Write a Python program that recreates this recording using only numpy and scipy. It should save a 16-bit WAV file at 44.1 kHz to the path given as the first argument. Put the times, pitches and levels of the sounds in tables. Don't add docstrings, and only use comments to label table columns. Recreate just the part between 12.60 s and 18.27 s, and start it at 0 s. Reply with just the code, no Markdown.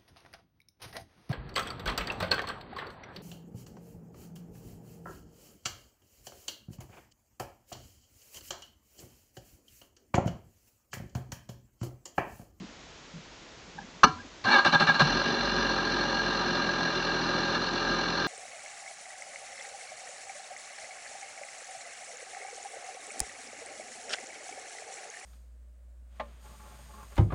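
import sys
import numpy as np
from scipy import signal
from scipy.fft import rfft, irfft, next_fast_len
from scipy.io import wavfile
from scipy.ndimage import uniform_filter1d

SR = 44100
rng = np.random.default_rng(int(sys.argv[2]) if len(sys.argv) > 2 else 0)


def voltage_ratio(decibels):
    exponent = np.asarray(decibels, float) / 20
    return 10 ** exponent


def wav_out(sig):
    wavfile.write(sys.argv[1], SR, np.round(np.clip(np.atleast_2d(sig).T, -1, 1) * 32767).astype(np.int16))


N = 250047
T = np.arange(N) / SR

# time in seconds, tooth mesh in Hz, grind in dB, whine in dB.
FIRST_HEAVE = [
    (1.846, 255, -32, -36),
    (1.864, 258.4, -33, -23.5),
    (1.885, 266.8, -26, -22),
    (1.908, 291.8, -25.5, -31.5),
    (1.929, 293, -22.5, -19),
    (1.959, 272.1, -24, -15.5),
    (1.974, 261.1, -24.5, -26),
    (1.993, 265.8, -26.5, -14.5),
    (2.015, 257.9, -31.5, -42),
]
# start in seconds, length in seconds, grind in dB,
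# whine in dB, tooth mesh at the start in Hz.
COMPRESSIONS = [
    (2.046, 0.025, -26, -20.5, 293.5),
    (2.122, 0.028, -28.5, -17, 302),
    (2.196, 0.03, -27.5, -21, 293),
    (2.266, 0.035, -29, -16, 304.5),
    (2.341, 0.0092, -33.5, -29, 288),
    (2.392, 0.025, -23, -20, 277),
]
ENGAGE_S = 0.0071


def evened(x):
    return x / np.sqrt(np.mean(x ** 2) + 1e-20)


def wander(samples, shape=N):
    return evened(uniform_filter1d(rng.standard_normal(shape), samples))


def colour(x, points):
    size = next_fast_len(len(x))
    hz, db = np.transpose(points)
    log_hz = np.log(np.fft.rfftfreq(size, 1 / SR) + 1)
    gain = voltage_ratio(np.interp(log_hz, np.log(hz + 1), db))
    return irfft(rfft(x, size) * gain, size)[:len(x)]


def frame(x):
    # frequency in Hz, width in Hz, level in dB.
    frame_modes = [(135, 30, -11.5), (163.6, 14, -3.5), (241, 27.3, 2), (294, 52, -1), (363, 39, -0.5),
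                   (434, 12, 1.5), (557.3, 47.5, -2.5), (795.4, 87, -6), (953, 39, -3), (1017, 85, -7),
                   (1217, 48, -0.5), (1336, 60, -4.5), (1627.2, 28.3, 7.5), (1702, 49, -4.5),
                   (2240, 26.7, -12), (2394, 155, -14.5), (2723, 121, -10.5), (2870, 67, -9.5),
                   (3020, 33, -12), (3565, 58, -10), (3822, 39, -12.5), (4089, 132, -7.5), (4343, 31, -5),
                   (4650, 140, -22), (4993, 33, -17.5), (5273, 67, -24), (5735, 102, -22),
                   (6052, 124, -24.5), (6530, 1500, -47.5), (7900, 120, -43.5)]
    twin = 13
    t = T[:8192]
    response = np.zeros(len(t))
    for k, (hz, width, db) in enumerate(frame_modes):
        sign = (-1) ** (k + (k == twin))
        decay = np.exp(-np.pi * width * t)
        response += sign * voltage_ratio(db) * width * decay * np.sin(2 * np.pi * hz * t)
    return signal.oaconvolve(x, response)[:N]


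def grit(spread_db, per_s):
    return rng.standard_normal(N) * voltage_ratio(spread_db * wander(int(SR / per_s)))


def through_frame(envelope, points, contacts):
    contacts = colour(contacts, points)
    steady = frame(contacts[:N // 4])[:N // 4]
    return frame(envelope * contacts) / np.sqrt(np.mean(steady ** 2))


def burst(s, length, rise, t60):
    out = np.zeros(N)
    at = slice(max(int(s * SR), 0), int((s + length + 2 * t60) * SR))
    attack = np.clip((T[at] - s) / rise, 0, 1)
    out[at] = attack * voltage_ratio(-60 * np.maximum(T[at] - s - length, 0) / t60)
    return out


def blows(rows, points):
    envelope = sum(voltage_ratio(db) * burst(s, length, 0.00036, t60) for s, db, length, t60 in rows)
    return through_frame(envelope, points, grit(0.46, 550))


def ring(s, modes, rise, flutter_db):
    onset = np.clip((T - s) / 0.033, 0, 1)
    flutter = voltage_ratio(flutter_db * wander(400, (len(modes), N)) * onset)
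    return sum(f * voltage_ratio(db) * burst(s, rise, rise, t60) * np.sin(2 * np.pi * hz * (T - s))
               for f, (hz, db, t60) in zip(flutter, modes))


def dents(rows):
    return sum(db * np.exp(-((T - at) / half) ** 2) for at, db, half in rows)


def hiss():
    # frequency in Hz, level in dB.
    hiss_tone = [(12, -35), (20, -7), (54, 3.5), (75, -4), (296, -2.5), (336, -2.5), (634, -5), (952, -7),
                 (1030, -7), (1320, -8), (3480, -10.5), (6910, -15), (8680, -32.5), (11300, -67),
                 (19100, -120)]
    return voltage_ratio(-50) * evened(colour(rng.standard_normal(N), hiss_tone))


def thumps():
    # start in seconds, peak in dB, pitch in Hz, length in seconds.
    shifts = [(.003, -37.5, 201, 0.023), (0.014, -44, 331, .03), (.04, -40.5, 219.5, 0.011),
              (.09, -46, 202, 0.0073), (.537, -41, 164, 0.025), (.556, -41, 169, 0.023),
              (.582, -46.5, 192, .022), (1.075, -48, 171, .016), (1.15, -49, 175, 0.037),
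              (1.183, -46, 185, 0.017), (1.212, -42, 184, 0.0091), (1.237, -43, 205, .012),
              (1.278, -46, 230, .011), (1.345, -52.5, 176, .035)]
    # start in seconds, peak in dB, pitch in Hz, t60 in seconds.
    jolts = [(1.434, -34, 55, .15), (1.436, -17.5, 157.6, 0.057), (1.5, -41, 322, 0.23),
             (1.463, -22.5, 222, 0.043), (1.487, -30.5, 150, .08), (1.523, -42.5, 95.5, 0.39),
             (1.553, -41, 269, 0.12), (1.586, -41, 243, 0.12), (1.64, -42, 272, 0.1),
             (1.842, -36, 121, 0.23), (1.87, -29, 205, 0.25), (2.414, -18, 156.3, 0.17),
             (2.45, -22, 164, 0.065), (2.478, -28, 202, 0.039)]
    drift = 0.1 * np.cumsum(wander(300)) / SR
    swings = [(s, db, hz, burst(s, length, 0.0034, 0.05)) for s, db, hz, length in shifts]
    swings += [(s, db, hz, burst(s, 0.0096, 0.011, t60)) for s, db, hz, t60 in jolts]
    out = np.zeros(N)
    for s, db, hz, shape in swings:
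        elapsed = T - s + drift - drift[round(s * SR)]
        out += voltage_ratio(db) * shape * np.sin(2 * np.pi * hz * elapsed)
    return out


def switch():
    # frequency in Hz, peak in dB, t60 in seconds.
    switch_modes = [(830, -33.5, 0.031), (920, -37, 0.043), (1604, -36.5, 0.047), (1696, -39, .04)]
    # start in seconds, level in dB, rattle length in seconds, tail t60 in seconds.
    rattles = [
        (1.192, -44, 0.0078, 0.033),
        (1.213, -49, 0.0089, .05),
    ]
    # frequency in Hz, level in dB.
    rattle_tone = [(300, -30), (700, -4), (850, 14), (1050, -19), (1400, -21), (1700, 4), (2000, -25)]
    return ring(1.18, switch_modes, 0.0072, 1.2) + blows(rattles, rattle_tone)


def lever():
    # frequency in Hz, peak in dB, t60 in seconds.
    lever_modes = [(1167, -3.5, 0.016), (838, -12, 0.065), (1520, -19, 0.057), (751, -24, 0.24),
                   (1000, -29, 0.38), (1085, -22, 0.25), (1160, -50, 0.17), (1270, -32, 0.31),
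                   (1365, -27, 0.29), (1540, -39.5, .25), (3000, -35, 0.18), (2330, -41, 0.32)]
    # start in seconds, level in dB, rattle length in seconds, tail t60 in seconds.
    snaps = [
        (1.4328, -8, 0.0088, 0.033),
        (1.466, -33, 0.0072, 0.23),
    ]
    # frequency in Hz, level in dB.
    snap_tone = [(100, -5), (500, -13.5), (800, -1), (1300, 5.5), (1700, -2.5), (2700, -2), (4000, -1),
                 (6200, 10), (9000, 1)]
    # start in seconds, level in dB, rattle length in seconds, tail t60 in seconds.
    rebound = [
        (1.586, -43, 0.013, 0.036),
    ]
    # frequency in Hz, level in dB.
    rebound_tone = [(900, -28), (1400, -20), (1650, 0.1), (1900, -20), (3000, -30)]
    return ring(1.4328, lever_modes, 0.0013, 3.0) + blows(snaps, snap_tone) + blows(rebound, rebound_tone)


def heave(column):
    s, db = np.transpose(FIRST_HEAVE)[[0, column]]
    held = burst(s[0] - ENGAGE_S, s[-1] - s[0] + ENGAGE_S, ENGAGE_S, 0.067)
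    return held * voltage_ratio(np.interp(T, s, db))


def starter():
    # frequency in Hz, level in dB.
    grind_tone = [(100, -18), (400, -12), (800, 4), (1200, 3), (1450, -3), (1700, -7), (2000, -12),
                  (3000, -25)]
    # frequency in Hz, level in dB.
    clash_tone = [(1200, -14), (1900, -9.5), (2300, -2.5), (4000, 0), (6000, 0), (7000, 8), (8000, 3.5)]
    thud_tone = [(50, -5), (110, 0.5), (170, 6.5), (250, -7.5), (400, -19.5), (700, -11.0)]
    whirr_s, release_s = FIRST_HEAVE[-1][0], 2.41
    whirr = voltage_ratio(-36) * burst(whirr_s, release_s - whirr_s, 0.02, 0.14)
    heaving = heave(column=2)
    load = heaving + whirr
    clash = heaving * voltage_ratio(-4.0) + whirr * voltage_ratio(-6.0)
    clash += voltage_ratio(-36) * burst(FIRST_HEAVE[0][0] - ENGAGE_S, 0.0051, 0.003, 0.091)
    thud = np.zeros(N)
    for s, length, db, _, _ in COMPRESSIONS:
        push = voltage_ratio(db) * burst(s, length, 0.005, 0.059)
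        load += push
        thud += push
        clash += voltage_ratio(db - 1.5) * burst(s, 0.84 * length, 0.0015, 0.15)
        clash += voltage_ratio(db - 10.0) * burst(s, 0.0022, 0.00084, 0.022)
    teeth = grit(1.35, 220)
    grinding = through_frame(load, grind_tone, teeth)
    clashing = through_frame(clash, clash_tone, teeth)
    return grinding + clashing + through_frame(thud, thud_tone, grit(1.0, 130))


def whine():
    # order of the tooth mesh, level in dB.
    tooth_orders = [(2, -18), (3, -3), (4, -5), (5, -14), (6, 0.6), (8, 8.5), (10, -11.5), (13, 10)]
    sag_hz_per_s, sag_s = 950, 0.045
    mesh = [row[:2] for row in FIRST_HEAVE]
    level = heave(column=3)
    for s, _, _, db, hz in COMPRESSIONS:
        mesh += [(s, hz), (s + sag_s, hz - sag_hz_per_s * sag_s)]
        level += voltage_ratio(db) * burst(s, 0.033, 0.023, 0.05)
    hz = np.interp(T, *np.transpose(mesh)) * (1 + 0.01131 * wander(200))
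    turns = np.cumsum(hz) / SR
    teeth = np.zeros(N)
    for k, db in tooth_orders:
        fade_db = (k > 6) * 0.5 * (hz - 292.0)
        loaded_db = (k == 8) * 5.5 * (T > COMPRESSIONS[0][0])
        teeth += voltage_ratio(db + fade_db - loaded_db) * np.sin(2 * np.pi * k * turns + k * k)
    return frame(level * teeth) * 2 * np.pi / SR


def engine():
    # time in seconds, firings in Hz, shake of the mount in dB.
    idle = [(2.42, 31.4, -60), (2.47, 37.38, -45), (2.53, 41.75, -39), (2.6, 45.34, -44),
            (2.658, 46.2, -51), (2.758, 47.75, -55), (2.841, 46.4, -42.5), (3.28, 43.6, -46.5),
            (3.8, 45.06, -47), (3.999, 43.18, -53), (4.199, 42.47, -50), (4.32, 41.2, -56),
            (4.4, 42.05, -48), (4.701, 41.45, -51), (5.02, 43.24, -51), (5.1, 43.77, -51),
            (5.3, 43.32, -44.5), (5.67, 42.2, -54)]
    # order of the firing rate, level in dB.
    exhaust_orders = [(2, 1.5), (3, 4), (4, 3.5), (5, 1.6), (6, -4.5), (7, -5.5), (8, 0), (9, 1), (10, -10),
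                      (12, -3.5)]
    cylinders_db = [-0.12, 1, 0.49, 0.93]
    # frequency in Hz, level in dB.
    clatter_tone = [(100, -15), (450, -5.5), (800, -1.5), (2000, -5.5), (4000, -0.94), (6000, 3.35),
                    (9000, -12)]
    # time in seconds, change in dB, half
    # width in seconds.
    pops = [
        (2.46, -13, 0.036),
        (2.53, 2.5, 0.034),
        (3.28, 2, 0.073),
        (4.65, 1.5, 0.061),
        (5.62, 1.5, 0.056),
    ]
    # time in seconds, change in dB, half width in seconds.
    stumbles = [
        (4.04, -1.5, 0.028),
        (4.915, -1.5, 0.012),
        (4.945, 3, .015),
        (4.992, -5, 0.011),
        (5.11, -2.5, 0.019),
        (5.18, 1, 0.018),
    ]
    wash_tone = [(60, -34.0), (120, 4.0), (400, -8.2), (600, -10.0), (1000, -53.0)]

    s, *columns = np.transpose(idle)
    hz, shake_db = (np.interp(T, s, c) for c in columns)
    since = np.maximum(T - s[0], 0)
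    on = np.clip((T - s[0]) / 0.051, 0, 1)
    turns = np.cumsum(hz * (1 + 0.006 * wander(1500))) / SR
    firing = turns.astype(int)
    chance_db = 1.6 * rng.standard_normal(400)[firing % 400]
    strength_db = np.take(cylinders_db, firing % 4) + chance_db
    strength = voltage_ratio(uniform_filter1d(strength_db, 200))

    orders = sum(voltage_ratio(db) * np.cos(2 * np.pi * k * (turns - 0.5) - 1.35 * k * k) for k, db in exhaust_orders)
    pulses = evened(frame(orders * strength))
    puffs = (0.9 + 0.1 * np.cos(np.pi * (turns - 0.5)) ** 2) * strength
    wash = evened(through_frame(puffs, wash_tone, grit(0.63, 350)))
    exhaust_db = -36.5 + 3.5 * np.exp(-since / 0.35) + dents(pops)
    exhaust = voltage_ratio(exhaust_db) * evened(pulses + voltage_ratio(-6.0) * wash)

    knock = 1 + 0.28 * np.cos(2 * np.pi * turns) + 0.1 * np.cos(6 * np.pi * turns)
    knock = evened(knock * strength ** 0.3)
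    clatter_db = -29 + 6 * np.exp(-since / 0.033) + 3.5 * np.exp(-since / 0.3) + dents(stumbles)
    clatter = through_frame(on * voltage_ratio(clatter_db) * knock, clatter_tone, grit(0.22, 400))

    throb_db = shake_db + 2.5 + 0.8 * uniform_filter1d(strength_db, 1500)
    throb = voltage_ratio(throb_db) * np.sin(2 * np.pi * turns)
    return on * (exhaust + throb) + clatter


def scene():
    return (thumps() + switch() + lever() + starter() + whine() + engine())[None]


def roll_off(x):
    return signal.sosfilt(signal.butter(12, 8830, fs=SR, output="sos"), x)


def record(dry):
    limited = 0.92 * np.tanh((dry[0] + hiss()) / 0.94)
    cased = colour(limited, [(7600, -0.1), (8300, -4), (8900, -12)])
    return roll_off(cased[None])


dry = scene()
out = record(dry)
wav_out(out)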